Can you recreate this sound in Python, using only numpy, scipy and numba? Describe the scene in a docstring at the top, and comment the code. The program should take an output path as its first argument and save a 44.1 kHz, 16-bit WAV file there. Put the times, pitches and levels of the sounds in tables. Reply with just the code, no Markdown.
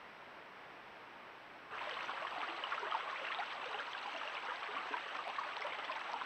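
"""A wood, heard through a trail camera: a stream murmurs far off, then we cut to the bank of a riffle.
The riffle is a crowd of trapped air bubbles, each ringing briefly, in a steady babble and splashy clusters.
Big bubbles plop and falling drops tick on top; foam rushes behind and the current churns below.
The camera's electronics add a thin buzzing whine and a little hiss."""
import sys
import numpy as np
from scipy import signal
from scipy.fft import rfft, irfft, next_fast_len
from scipy.io import wavfile
from scipy.ndimage import uniform_filter1d
from numba import njit

SR = 44100
rng = np.random.default_rng(int(sys.argv[2]) if len(sys.argv) > 2 else 0)


def persist_wave(psi):
    """Save psi, clipped to +-1, as 16-bit WAV."""
    counts = np.round(np.clip(psi, -1, 1) * 32767).astype(np.int16)
    wavfile.write(sys.argv[1], SR, np.atleast_2d(counts).T)


N = 275625
TIME = np.arange(N) / SR
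BANK_S = 1.702  # the cut to the bank

# The camera's hiss. Each row: time in seconds, level in dB per Hz.
HISS_LEVEL = [(0, -129), (1.7, -129), (1.82, -126.5), (2.4, -126.5), (2.44, -129), (6.25, -129)]
# The camera's whine. Each row: time in seconds, rms level in dB.
WHINE_LEVEL = [(0, -93.3), (1.695, -93.3), (1.71, -85), (1.775, -85), (1.8, -81), (6.25, -81)]
# The dull tone of the stream through the trees. Each row: frequency in Hz, level in dB per Hz.
FAR_STREAM_EQ = [(20, -109), (60, -101), (120, -96.5), (300, -90), (500, -88.5), (950, -85), (1600, -88.5),
                 (2300, -91), (3000, -96.5), (4600, -109), (5400, -110), (6300, -121), (7200, -135),
                 (15000, -150)]
# The current's low rumble, before its fader. Each row: frequency in Hz, level in dB per Hz.
CHURN_EQ = [(20, -114), (60, -105), (130, -99), (200, -101), (400, -118), (2000, -160)]
# The fader on that rumble. 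Each row: time in seconds, gain in dB.
CHURN_FADER = [(1.7, 11), (1.8, 5), (2.4, 4.5), (2.5, -3.5), (6.25, -1.5)]
# The riffle's tone. Each row: frequency in Hz, level in dB per Hz for a white input of rms 1.
RIFFLE_EQ = [(20, -112), (120, -99), (200, -93), (300, -89), (500, -84), (800, -78), (1120, -76),
             (1500, -78.5), (2900, -82), (4000, -91.5), (4900, -100), (6100, -105), (7200, -119),
             (9000, -124), (15000, -137)]
# The riffle's slow swell, before surge() centres and scales it.
# Each row: time in seconds, large-bubble level in dB, fine-spray level in dB.
SWELL = [(1.85, -44.5, -52.5), (1.92, -46, -48), (2.01, -44.5, -52), (2.76, -44.5, -53.5),
         (2.92, -44, -53.5), (3.31, -47.5, -50), (3.65, -46, -51), (3.8, -48.5, -48.5), (4.09, -52, -48.5),
         (4.75, -44, -53), (5.01, -47.5, -51), (6.25, -46, -53.5)]
# Drops that slap the water without trapping air.
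# Each row: start in seconds, pitch in Hz, level in dB before trim and envelope.
SLAP_HITS = [(1.792, 2650, -28), (1.8959, 5170, -36), (1.942, 3850, -30), (2.0081, 2470, -25.5),
             (2.3805, 716, -28), (2.4167, 2580, -24.5), (3.347, 3430, -23.5), (3.8036, 9650, -53),
             (5.5675, 3960, -27), (5.608, 5170, -38), (6.134, 5100, -34.5)]
# Large bubbles that stand out of the riffle.
# Each row: start in seconds, pitch in Hz, level in dB before trim and envelope.
PLOP_HITS = [(1.871, 594, -36.5), (1.8913, 1880, -34.5), (1.9105, 3110, -32.5), (1.9226, 476, -43.5),
             (1.968, 1080, -33), (2.0826, 1450, -37), (2.2493, 1068, -32), (2.3597, 720, -37),
             (2.3752, 292, -51.5), (2.489, 326, -46), (2.638, 1015, -34.5), (2.638, 2960, -26.5),
             (2.7208, 1373, -27.5), (2.726, 1117, -30.5), (2.7792, 1303, -29.5), (2.827, 410, -40.5),
             (2.8298, 935, -33), (2.9135, 3160, -33), (2.9215, 1234, -27), (2.9475, 890, -25),
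             (2.9688, 1283, -35.5), (3.075, 1103, -32), (3.127, 1050, -33), (3.2137, 530, -40),
             (3.285, 2690, -32.5), (3.3034, 1110, -32), (3.3875, 710, -32), (3.3876, 3720, -36.5),
             (3.3997, 805, -31.5), (3.6587, 499, -38.5), (3.744, 2750, -32.5), (3.7454, 800, -34.5),
             (3.796, 1600, -32.5), (3.8053, 1340, -35), (4.1367, 295, -52), (4.1461, 666, -39),
             (4.2508, 581, -42.5), (4.275, 2750, -32.5), (4.368, 2880, -34.5), (4.5187, 957, -33.5),
             (4.7459, 270, -51), (4.7645, 1140, -30.5), (4.907, 282, -49.5), (4.9083, 420, -43),
             (4.938, 1550, -31.5), (4.9405, 958, -28.5), (5.1895, 1170, -32.5), (5.2937, 794, -36),
             (5.3833, 1110, -26), (5.618, 5240, -42.5), (5.6212, 2050, -31), (5.6479, 581, -37),
             (5.7222, 2190, -32), (5.8968, 1013, -33.5), (5.9029, 614, -39.5), (6.1384, 903, -31),
             (6.1593, 825, -35)]


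def undb(db):
    """Decibels to gain."""
    return 10 ** (np.asarray(db) / 20)


def curve(rows, at, column=1):
    """Read one column of a table, with straight ramps between rows."""
    rows = np.array(rows)
    return np.interp(at, rows[:, 0], rows[:, column])


def unit(x):
    """Scale to rms 1."""
    return x / np.sqrt(np.mean(x ** 2))


def colour(x, spectrum):
    """EQ a white sound of rms 1 to a (Hz, dB per Hz) spectrum; causal, so attacks stay sharp."""
    hz, db = np.transpose(spectrum)
    size = next_fast_len(N + SR // 10)
    freqs = np.arange(size // 2 + 1) * SR / size
    gain = undb(np.interp(np.log(freqs + 1), np.log(hz), db))
    cepstrum = irfft(np.log(gain), size)
    cepstrum[1:size // 2] *= 2  # fold to minimum phase
    cepstrum[size // 2 + 1:] = 0
    response = np.exp(rfft(cepstrum))
    return irfft(rfft(x, size) * response, size)[:N] * np.sqrt(SR / 2)


def wander(rate_hz):
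    """A smooth random drift of rms 1, turning about rate_hz times a second."""
    span = max(int(SR / rate_hz), 2)
    steps = np.repeat(rng.standard_normal(N // span + 1), span)
    return unit(uniform_filter1d(steps, span)[:N])


def electronics(whine_hz=7796.2, frame_hz=29.75):
    """The camera's high whine flips sign twice per picture frame, so it buzzes, over plain hiss."""
    flips = np.sign(np.sin(2 * np.pi * frame_hz * TIME))
    whine = unit(np.sin(2 * np.pi * whine_hz * TIME) * flips)
    hiss = rng.standard_normal(N) * np.sqrt(SR / 2)
    return whine * undb(curve(WHINE_LEVEL, TIME)) + hiss * undb(curve(HISS_LEVEL, TIME))


def far_stream(flicker_db=0.2):
    """Distance and the trunks smear the bubbles into an even, dull rush."""
    rush = rng.standard_normal(N) * undb(flicker_db * wander(13))
    return colour(rush, FAR_STREAM_EQ)


def churn():
    """The current churns deep under the bank: a bed of low rumble."""
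    return colour(rng.standard_normal(N), CHURN_EQ) * undb(curve(CHURN_FADER, TIME))


def surge(at, spray=0, depth=0.48, fade_s=.13, large_from_db=-3.5, fine_from_db=-8):
    """The riffle's fade-in and swell in dB, from large bubbles (spray 0) to the finest (spray 1)."""
    _, usual_large, usual_fine = np.median(np.array(SWELL), axis=0)
    dip = np.clip(1 - (at - BANK_S) / fade_s, 0, 1)
    large_db = depth * (curve(SWELL, at) - usual_large) + large_from_db * dip
    fine_db = depth * (curve(SWELL, at, column=2) - usual_fine) + fine_from_db * dip
    return (1 - spray) * large_db + spray * fine_db


def foam(flicker_db=0.85):
    """Foam blurs into a rush that rides the swell behind the near bubbles."""
    return rng.standard_normal(N) * undb(surge(TIME, spray=0.54) + flicker_db * wander(25))


@njit
def ring(start, hz, size, cycles, glide, onset_cycles, hold):
    """Each bubble speaks fast and dies away as its pitch climbs; hold above 1 delays the fall."""
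    out = np.zeros(N)
    for k in range(len(start)):
        first, step = int(start[k] * SR), hz[k] / SR
        length = int(6 ** (1 / hold) * cycles[k] / step)
        for i in range(min(length, N - first)):
            turn = i * step
            age = turn / cycles[k]
            envelope = (1 - np.exp(-turn / onset_cycles)) * np.exp(-age ** hold)
            out[first + i] += size[k] * envelope * np.sin(2 * np.pi * turn * (1 + glide[k] * age))
    return out


def bubble_crowd(start, pitch, spread_db, cycles, glide, onset_cycles=0.085, hold=0.68):
    """Ringing bubbles from large (pitch 0) to tiny (pitch 1), mixed to rms 1."""
    low_hz, high_hz = 190, 14000
    spray_db, spurt_db = -4.5, 1.3
    hz = low_hz * (high_hz / low_hz) ** pitch
    strength_draw, life_draw, glide_draw = rng.random((len(start), 3)).T
    # most bubbles are weak, a few are strong; the tiny ones differ most
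    strength = np.minimum(-np.log(strength_draw + 1e-9), 2 + 2 * pitch ** 2)
    # the fine spray, above 1200 Hz, comes in quick random spurts
    spray = np.clip(np.log2(hz / 1200), 0, 1)
    spurts = np.interp(start, TIME, wander(9))
    surge_db = surge(start, spray) + spray * (spray_db + spurt_db * spurts)
    life = cycles * 2 ** (2 * life_draw - 1)
    size = hz * undb(spread_db * strength + surge_db) / np.sqrt(life)
    return unit(ring(np.clip(start, 0, N / SR), hz, size, life, glide * glide_draw, onset_cycles, hold))


def babble(count=8500):
    """White water traps bubbles of all sizes without pause, more small ones than large."""
    when, pitch = rng.random((count, 2)).T
    return bubble_crowd(when * N / SR, pitch ** .65, spread_db=2.0, cycles=8.68, glide=0.0299)


def splashes(count=600, per_splash=4, burst_s=.016):
    """Each wavelet that folds over sheds a quick cluster of bubbles of related size."""
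    when, centre = np.repeat(rng.random((count, 2)), per_splash, axis=0).T
    delay, scatter = rng.random((count * per_splash, 2)).T
    start = when * N / SR + burst_s * delay ** 3
    pitch = np.abs(centre ** .8 + 0.165 * (scatter - .5))
    return bubble_crowd(start, np.minimum(pitch, 1), spread_db=3.5, cycles=6.13, glide=0.0298)


def droplets(count=40, per_burst=3, burst_s=.012):
    """Spray falls back on the surface in sparse little bursts of sharp, high ticks."""
    when = np.repeat(rng.random(count), per_burst)
    delay, scatter = rng.random((count * per_burst, 2)).T
    start = when * N / SR + burst_s * delay ** 2
    pitch = .88 + .12 * scatter
    return bubble_crowd(start, pitch, spread_db=7.5, cycles=2.4, glide=0.025, onset_cycles=.1, hold=.7)


def pings(start, hz, db, cycles, glide=0.012, onset_cycles=0.45, hold=1.15):
    """Short damped tones, each levelled to offset the riffle's EQ at its pitch."""
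    eq_hz, eq_db = np.transpose(RIFFLE_EQ)
    eq_at_pitch_db = np.interp(np.log(hz), np.log(eq_hz), eq_db)
    size = undb(db - eq_at_pitch_db) / np.sqrt(SR / 2)
    each = np.ones(len(hz))
    return ring(start.copy(), hz.copy(), size, cycles * each, glide * each, onset_cycles, hold)


def stray_bubbles(count, low_hz, high_hz, low_db, high_db, cycles, scatter_db=4.0):
    """Lone bubbles ring at random and ride the swell; their level tilts with their pitch."""
    when, pitch, strength = rng.random((count, 3)).T
    hz = low_hz * (high_hz / low_hz) ** pitch
    db = low_db + (high_db - low_db) * pitch + scatter_db * (2 * strength - 1)
    return pings(when * N / SR, hz, db, cycles) * undb(surge(TIME))


def slaps(trim_db=-1.5):
    """The heaviest drops hit the surface, each a sharp tick that dies in a few cycles."""
    start, hz, db = np.array(SLAP_HITS, float).T
    return pings(start, hz, db + trim_db, cycles=1.97, onset_cycles=0.26, hold=1.0)


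def plops(trim_db=-0.93, cycles=9.3, shed_count=2, shed_s=.025, shed_octaves=0.252, shed_db=-11.5):
    """Each large bubble rings, the low ones longest, then sheds weaker ones of nearly its own size."""
    start, hz, db = np.array(PLOP_HITS, float).T
    out = pings(start, hz, db + trim_db, cycles, onset_cycles=.5, hold=1.34)
    faded = start + cycles / hz
    for delay, detune in rng.random((len(start), 2, shed_count)).T:
        shed_hz = hz * 2 ** (shed_octaves * (2 * detune - 1))
        out += pings(faded + shed_s * delay, shed_hz, db + shed_db, cycles)
    return out


def riffle(foam_db=-4.5, babble_db=-7.5, splash_db=-8.5, droplet_db=-12):
    """The water close up: bubbles and drops in front, foam behind, the current underneath."""
    rush = undb(foam_db) * foam()
    glugs = stray_bubbles(count=36, low_hz=400, high_hz=903, low_db=-49, high_db=-39, cycles=10.4)
    plinks = stray_bubbles(count=36, low_hz=2580, high_hz=6040, low_db=-40.5, high_db=-51, cycles=6.5)
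    bubbles = undb(babble_db) * babble() + undb(splash_db) * splashes() + plops() + glugs + plinks
    drops = undb(droplet_db) * droplets() + slaps()
    return colour(rush + bubbles + drops, RIFFLE_EQ) + churn()


def scene(crossfade_s=.012):
    """The far stream cuts to the riffle, with the electronics running throughout; mono."""
    progress = np.clip((TIME - BANK_S) / crossfade_s, 0, 1)
    on_bank = np.sin(np.pi / 2 * progress) ** 2
    water = on_bank * riffle() + (1 - on_bank) * far_stream()
    return (water + electronics())[None]


def record(dry, top_hz=15600):
    """The camera cuts the top end with a steep low-pass."""
    return signal.sosfilt(signal.ellip(10, .1, 70, top_hz, fs=SR, output="sos"), dry)


dry = scene()
out = record(dry)
persist_wave(out)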